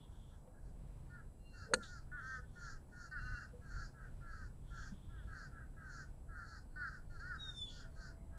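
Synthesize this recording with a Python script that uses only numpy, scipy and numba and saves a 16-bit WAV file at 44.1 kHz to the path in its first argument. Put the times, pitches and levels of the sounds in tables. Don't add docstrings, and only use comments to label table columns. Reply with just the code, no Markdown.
import sys
import numpy as np
from scipy import signal
from scipy.io import wavfile
from scipy.ndimage import uniform_filter1d
from numba import njit

SR = 44100
rng = np.random.default_rng(int(sys.argv[2]) if len(sys.argv) > 2 else 0)


def inscribe(sig):
    pcm = np.round(np.clip(np.atleast_2d(sig).T, -1, 1) * 32767)
    wavfile.write(sys.argv[1], SR, pcm.astype(np.int16))


def ratio(d):
    e = np.asarray(d, float) / 20
    return 10 ** e


N = 369558
T = np.arange(N) / SR


def strike():
    # (frequency [Hz], level [dB], t60 before decay_scale [s])
    head_modes = [(490, -9.5, 0.029), (894, -17.5, 0.035), (1410, -4, 0.036), (1750, -2.5, 0.031),
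                  (2910, -18.5, 0.023), (3381, -22.5, 0.034), (4320, 1.5, 0.019), (5690, -37.5, 0.082),
                  (6607, -2, 0.018), (7155, -16.5, 0.032), (8570, 2, 0.018)]
    # (time [s], push level [dB], push length [s], scrape level [dB], scrape peak delay [s])
    blows = [
        (1.7355, -20.5, 0.0009, -31, 0.004),
        (1.756, -53, 0.00072, -61, 0.0022),
    ]
    start_s, decay_scale = 1.73, 0.54
    t, force = T[:SR // 8], 0
    for s, push_db, push_s, scrape_db, scrape_s in blows:
        u = np.maximum(t + start_s - s, 0)
        push = np.sin(np.pi * np.minimum(u / push_s, 1)) ** 4
        grit = rng.standard_normal(len(t)) * (u / scrape_s) ** 2 * np.exp(2 - 2 * u / scrape_s)
        force = force + ratio(push_db) * push + ratio(scrape_db) * grit
    ring = 0
    for k, (hz, db, t60_s) in enumerate(head_modes):
        decay = np.exp(-np.log(1000) * t / (decay_scale * t60_s))
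        ring = ring + (-1) ** k * ratio(db) * np.sin(2 * np.pi * hz * t) * decay
    crack = np.convolve(force, ring)[:len(t)]
    crack = steep(crack, 9000, "low", order=4)
    crack = steep(crack, 415, "high", order=2)
    return ratio(-13) * np.pad(crack, (int(start_s * SR), N))[:N]


def puffs():
    # (time [s], level [dB], centre [Hz], width [Hz], time constant [s])
    rushes = [
        (1.740, -38.5, 495, 130, .02),
        (.573, -75, 1650, 94, .023),
        (8.2, -82.5, 2090, 220, .065),
    ]
    # (time [s], level [dB], centre [Hz], width [Hz], time constant [s])
    echoes = [
        (1.745, -47, 220, 150, .04),
        (1.75, -62, 7900, 5000, .033),
        (1.835, -56.5, 3800, 1200, .03),
        (1.83, -66.5, 7100, 3300, .036),
        (.476, -63.5, 540, 630, .0099),
        (8.378, -69, 5200, 23000, .01),
    ]
    lead_s = .2
    out = np.zeros(N + SR)
    for rows, rise_share in (rushes, 1), (echoes, .15):
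        for s, db, hz, width_hz, fall_s in rows:
            t = T[:SR // 2] - lead_s
            at = int((s - lead_s) * SR)
            air = unit(resonate(rng.standard_normal(len(t)), [(hz, width_hz, 0)]))
            envelope = np.exp(np.minimum(t / (rise_share * fall_s), -t / fall_s))
            out[at:at + len(t)] += ratio(db) * air * envelope
    return out[:N]


def crows():
    # (full voice from [s], held [s], start pitch [Hz], end pitch [Hz], level [dB])
    near_caws = [(1.124, .05, 354, 319, -58), (1.79, .04, 352, 300, -54), (1.9, .053, 359, 314, -56),
                 (2.142, .025, 291, 260, -45), (2.225, .135, 250, 245, -48), (3.138, .022, 304, 255, -44),
                 (3.225, .125, 240, 235, -50), (5.114, .09, 340, 264, -65), (6.785, .07, 300, 242, -44),
                 (7.125, .051, 354, 290, -60), (7.222, .025, 299, 370, -49), (7.295, .035, 380, 294, -46),
                 (7.72, .06, 357, 329, -68)]
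    second_caws = [(.096, .06, 340, 300, -82), (.548, .022, 340, 310, -77), (1.558, .09, 360, 296, -59),
                   (2.58, .105, 358, 311, -54), (2.945, .105, 360, 324, -57), (3.37, .05, 360, 292, -52),
                   (3.64, .09, 335, 272, -62), (3.965, .09, 337, 284, -61), (4.235, .11, 344, 300, -57),
                   (4.73, .075, 345, 303, -55), (5.298, .066, 331, 286, -55), (5.54, .07, 342, 297, -59),
                   (5.79, .11, 330, 273, -57), (6.312, .09, 331, 282, -56), (6.5, .055, 342, 287, -57),
                   (7.42, .08, 323, 277, -59), (7.985, .095, 316, 276, -59)]
    third_caws = [(.321, .02, 340, 310, -76), (.636, .055, 340, 300, -81), (2.68, .06, 368, 298, -61),
                  (3.73, .09, 355, 313, -53), (4.36, .075, 332, 278, -59), (4.82, .05, 343, 287, -59),
                  (5.39, .05, 341, 293, -55), (5.925, .085, 358, 287, -55), (6.36, .08, 361, 314, -55),
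                  (6.9, .055, 326, 274, -56), (7.79, .05, 397, 343, -61), (8.341, .05, 321, 300, -66)]
    # (time [s], held [s], beak level [dB], top level [dB])
    rasps = [(.123, .09, -95, -88), (.287, .12, -94, -89), (.653, .046, -89, -88), (1.135, .032, -86, -95),
             (1.589, .06, -67, -73), (1.84, .116, -69, -69), (1.973, .02, -72, -78),
             (2.273, .097, -71, -70), (2.636, .09, -67, -66), (3.014, .05, -70, -69),
             (3.12, .071, -73, -90), (3.234, .067, -72, -75), (3.344, .097, -70, -73),
             (3.718, .141, -72, -73), (3.793, .068, -67, -71), (4.028, .041, -89, -88),
             (4.323, .047, -74, -79), (4.392, .07, -77, -78), (4.788, .097, -70, -68),
             (5.378, .076, -69, -73), (5.935, .083, -69, -68), (6.39, .037, -77, -81),
             (6.488, .093, -68, -74), (6.81, .079, -70, -86), (6.88, .09, -75, -78),
             (7.152, .096, -74, -81), (7.212, .15, -72, -80), (7.434, .15, -83, -73),
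             (7.722, .09, -65, -69), (8.021, .062, -67, -71)]
    # (centre [Hz], width [Hz], level [dB])
    throat_modes = [(1314, 340, -1.5), (1514.5, 303, 5), (1784, 395, -6.5)]
    beak_modes = [(4350, 390, -1.5)]
    top_modes = [(5600, 940, -2.5), (6500, 1300, -3.5), (7150, 600, -2)]
    # (caws, voice over breath [dB], pitch arch share)
    flock = [(near_caws, 2, .06), (second_caws, -5, .04), (third_caws, -5, .035)]
    lead_s, lag_s = .03, .04
    jitter, patchy_db, partials, knots = .006, 2, 26, 6
    throat_hoarse_db, beak_hoarse_db = -6.5, 3
    shut_hz, gape_hz, gape_s = 4350, 4850, .16

    pulses = np.zeros(N + SR)
    wobble = 1 + jitter * np.pad(walk(90), (0, SR))
    gains = []
    for caws, clear_db, arch in flock:
        for s, hold_s, start_hz, end_hz, db in caws:
            u = np.arange(0, 1, 1 / ((lead_s + hold_s + lag_s) * SR))
            first = int((s - lead_s) * SR)
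            at = slice(first, first + len(u))
            hz = (start_hz + (end_hz - start_hz) * u) * (1 + 4 * arch * u * (1 - u))
            phase = 2 * np.pi * np.cumsum(hz * wobble[at]) / SR
            patchy = ratio(patchy_db * rng.standard_normal((partials, knots)))
            train = 0
            for k, gain in enumerate(patchy, 1):
                train = train + np.interp(u, np.linspace(0, 1, knots), gain) * np.cos(k * phase)
            pulses[at] += ratio(db + clear_db) * np.sin(np.pi * u) ** 0.3 * train / 4.5
            gains.append(swell(s, hold_s, db, rise_db_s=460, fall_db_s=275, grow_db=5.5))
    loud = together(gains)
    pulses = trees(pulses[:N]) / (loud + ratio(-80))
    throat = even(resonate(pulses + ratio(throat_hoarse_db) * noise(), throat_modes))
    breath = pulses + ratio(beak_hoarse_db) * noise()

    beak = [swell(s, hold_s, db, 205, 290) for s, hold_s, db, _ in rasps]
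    top = [swell(s, hold_s, db, 205, 290) for s, hold_s, _, db in rasps]
    opened = 0
    for gain, (s, hold_s, _, _) in zip(beak, rasps):
        opened = opened + gain ** 2 * np.clip(.5 + (T - s - hold_s / 2) / gape_s, 0, 1)
    beak_gain = together(beak)
    beak_hz = shut_hz + (gape_hz - shut_hz) * np.clip(opened / beak_gain ** 2, 0, 1)
    moving = glide(glide(breath, beak_hz, 510.0), beak_hz, 950.0)
    rasp = even(moving + resonate(breath, beak_modes))
    rasp = steep(rasp, 4000, "high", order=8)
    bright = even(resonate(breath, top_modes))
    return dull(throat, 1965) * loud + rasp * beak_gain + bright * together(top)


def jay():
    # (time [s], held [s], 2nd harmonic start [Hz], end [Hz], level [dB])
    whistles = [
        (1.47, .14, 2790, 2715, -81),
        (3.25, .11, 2770, 2750, -74),
        (7.405, .29, 3790, 3400, -57),
    ]
    # (time [s], held [s], level [dB])
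    scold_calls = [(0.0, .04, -73), (.14, .2, -79), (2.19, .17, -79), (2.48, .2, -84), (4.69, .16, -76),
                   (4.95, .3, -79), (7.69, .1, -66)]
    # (multiple, level [dB], throat favours [Hz])
    far_overtones = [(3, -6, 4150)]
    near_overtones = [(3, -19.5, 5600), (4, -21, 7000), (5, -23, 8800)]
    far = 0
    for row in whistles[:-1]:
        far = far + tone(row, far_overtones, 2, flutter_db=4.5, rise_db_s=150, fall_db_s=190)
    near = tone(whistles[-1], near_overtones, 2, flutter_db=4.5, rise_db_s=900, fall_db_s=500)
    scold_gain = together([swell(*row, rise_db_s=250, fall_db_s=220) for row in scold_calls])
    hoarse = resonate(noise() * ratio(1.4 * walk(60)), [(3370, 630, 0), (2780, 246, -16)])
    return trees(far + near, -1.5, .15) + scold_gain * unit(hoarse)


def knocks():
    # (time [s], level [dB], frequency [Hz], t60 [s])
    far_knocks = [
        (.475, -54, 500, .1),
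        (2.379, -57, 490, 0.17),
        (3.53, -51, 490, 0.23),
        (3.769, -46, 100, 0.14),
        (4.919, -37, 197, 0.086),
    ]
    out = 0
    for s, db, hz, t60_s in far_knocks:
        t = np.maximum(T - s, 0)
        envelope = (1 - np.exp(-t / 0.0063)) * np.exp(-np.log(1000) * t / t60_s)
        out = out + ratio(db) * np.sin(2 * np.pi * hz * t) * envelope
    return out


def road():
    # (frequency [Hz], density [dB per Hz])
    spectrum = [(8.8, -30), (15, 1), (68, -5), (128, -17.5), (217, -22), (281, -33.5), (517, -31.5),
                (898, -37), (1270, -57), (1560, -66), (1850, -71.5), (2140, -75), (4180, -63.5),
                (10600, -53.5), (15400, -65)]
    # (time [s], rumble level [dB])
    traffic = [(0.0, -54), (0.61, -55), (0.63, -48), (1.03, -53), (2.66, -52), (3.13, -58), (3.2, -45),
               (3.34, -42), (3.36, -54), (3.71, -53), (3.76, -43), (3.97, -58), (4.22, -46), (4.27, -52),
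               (5.2, -53), (5.25, -46), (5.37, -54), (8.38, -53)]
    # (time [s], held [s], start [Hz], end [Hz], level [dB])
    squeals = [
        (7.86, .04, 659, 660, -70),
        (7.95, .5, 663, 670, -75),
    ]
    low, high, drift = 0, 0, walk(0.44)
    spectrum_hz, spectrum_db = np.transpose(spectrum)
    for hz in 20 * 2 ** np.arange(0, 10, 1 / 2):
        db = np.interp(np.log(hz), np.log(spectrum_hz), spectrum_db)
        db = db + (0.8 * drift + 1.9 * walk(5.3)) * (hz < 3000)
        band = ratio(db) * svf(svf(noise(), hz, hz / 1.96), hz, hz / 1.82)
        if hz < 105:
            low = low + band
        else:
            high = high + band
    passing = heard(traffic)
    rumble = unit(low) * passing
    drone = unit(svf(noise(), 130., 15.0)) * ratio(-63 + 2.5 * walk(4)) * unit(passing ** .4)
    brakes = 0
    for row in squeals:
        brakes = brakes + tone(row, [], 1, flutter_db=3.0, rise_db_s=300, fall_db_s=400)
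    return rumble + drone + unit(high) * ratio(-63.5) + brakes


def whine():
    # (frequency [Hz], level [dB])
    lines = [(4000, -99), (4802, -102), (6202, -105), (7197, -96), (7402, -100), (7601, -99), (7800, -94),
             (8000, -87), (8199, -104), (9598, -94), (10401, -88), (10600, -101), (11999, -96)]
    out = 0
    for hz, db in lines:
        out = out + np.sqrt(2) * ratio(db + 0.5 * walk(3)) * np.sin(2 * np.pi * hz * T)
    return out


def tone(row, overtones, base, flutter_db, rise_db_s, fall_db_s):
    s, hold_s, start_hz, end_hz, db = row
    hz = np.interp(T, [s, s + hold_s], [start_hz, end_hz]) * (1 + 0.0035 * walk(90))
    phase = 2 * np.pi * np.cumsum(hz) / SR
    stack = np.sin(phase)
    for k, k_db, best_hz in overtones:
        off = (k * hz / base - best_hz) / 380
        stack += ratio(k_db - 10 * off ** 2) * np.sin(k * phase / base)
    gain = swell(s, hold_s, db, rise_db_s, fall_db_s) * ratio(flutter_db * walk(40))
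    return np.sqrt(2) * gain * stack


def trees(x, wet_db=-5, t60_s=.2):
    t = T[:SR // 3]
    tail = rng.standard_normal(len(t)) * np.exp(-np.log(1000) * t / t60_s)
    return x + ratio(wet_db) * signal.fftconvolve(x, tail / np.linalg.norm(tail))[:N]


def dull(x, hz):
    return steep(steep(x, hz, "low", order=10), 1230, "high", order=4)


def steep(x, hz, kind, order):
    return signal.sosfilt(signal.butter(order, hz, kind, fs=SR, output="sos"), x)


def resonate(x, modes):
    out = 0
    for k, (hz, width_hz, db) in enumerate(modes):
        once = svf(x, 1. * hz, 1. * width_hz)
        out = out + (-1) ** k * ratio(db) * svf(once, 1. * hz, 0.71 * width_hz)
    return out


@njit
def svf(x, hz, width):
    y, b, l = np.empty(len(x)), 0., 0.
    g, k = np.tan(np.pi * hz / SR), width / hz
    for i in range(len(x)):
        v = (b + g * (x[i] - l)) / (1 + g * (g + k))
        b, l, y[i] = 2 * v - b, l + 2 * g * v, k * v
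    return y


@njit
def glide(x, hz, width):
    y, b, l = np.empty(len(x)), 0., 0.
    for i in range(len(x)):
        g, k = np.tan(np.pi * hz[i] / SR), width / hz[i]
        v = (b + g * (x[i] - l)) / (1 + g * (g + k))
        b, l, y[i] = 2 * v - b, l + 2 * g * v, k * v
    return y


def swell(s, hold_s, db, rise_db_s, fall_db_s, grow_db=0):
    t = T - s
    rise = rise_db_s * np.maximum(-t, 0)
    fall = fall_db_s * np.maximum(t - hold_s, 0)
    return ratio(db - rise - fall + grow_db * (np.clip(t / hold_s, 0, 1) - .5))


def together(gains):
    return uniform_filter1d(np.sqrt(sum(g ** 2 for g in gains)), size=300) + 1e-9


def heard(table):
    return ratio(np.interp(T, *np.transpose(table)))


def walk(rate_hz):
    k = int(SR / rate_hz)
    held = np.repeat(rng.standard_normal(N // k + 1), k)
    return 1.3 * uniform_filter1d(uniform_filter1d(held, k), k)[:N]


def even(x):
    return x / np.sqrt(uniform_filter1d(x ** 2, size=2600))


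def unit(x):
    return x / np.sqrt(np.mean(x ** 2))


def noise():
    return rng.standard_normal(N)


def scene():
    return (strike() + puffs() + crows() + jay() + knocks() + road())[None]


def band_limit(x):
    return signal.sosfilt(signal.butter(12, 15580, fs=SR, output="sos"), x)


def record(dry):
    mix = dry + whine()
    return band_limit(mix)


dry = scene()
out = record(dry)
inscribe(out)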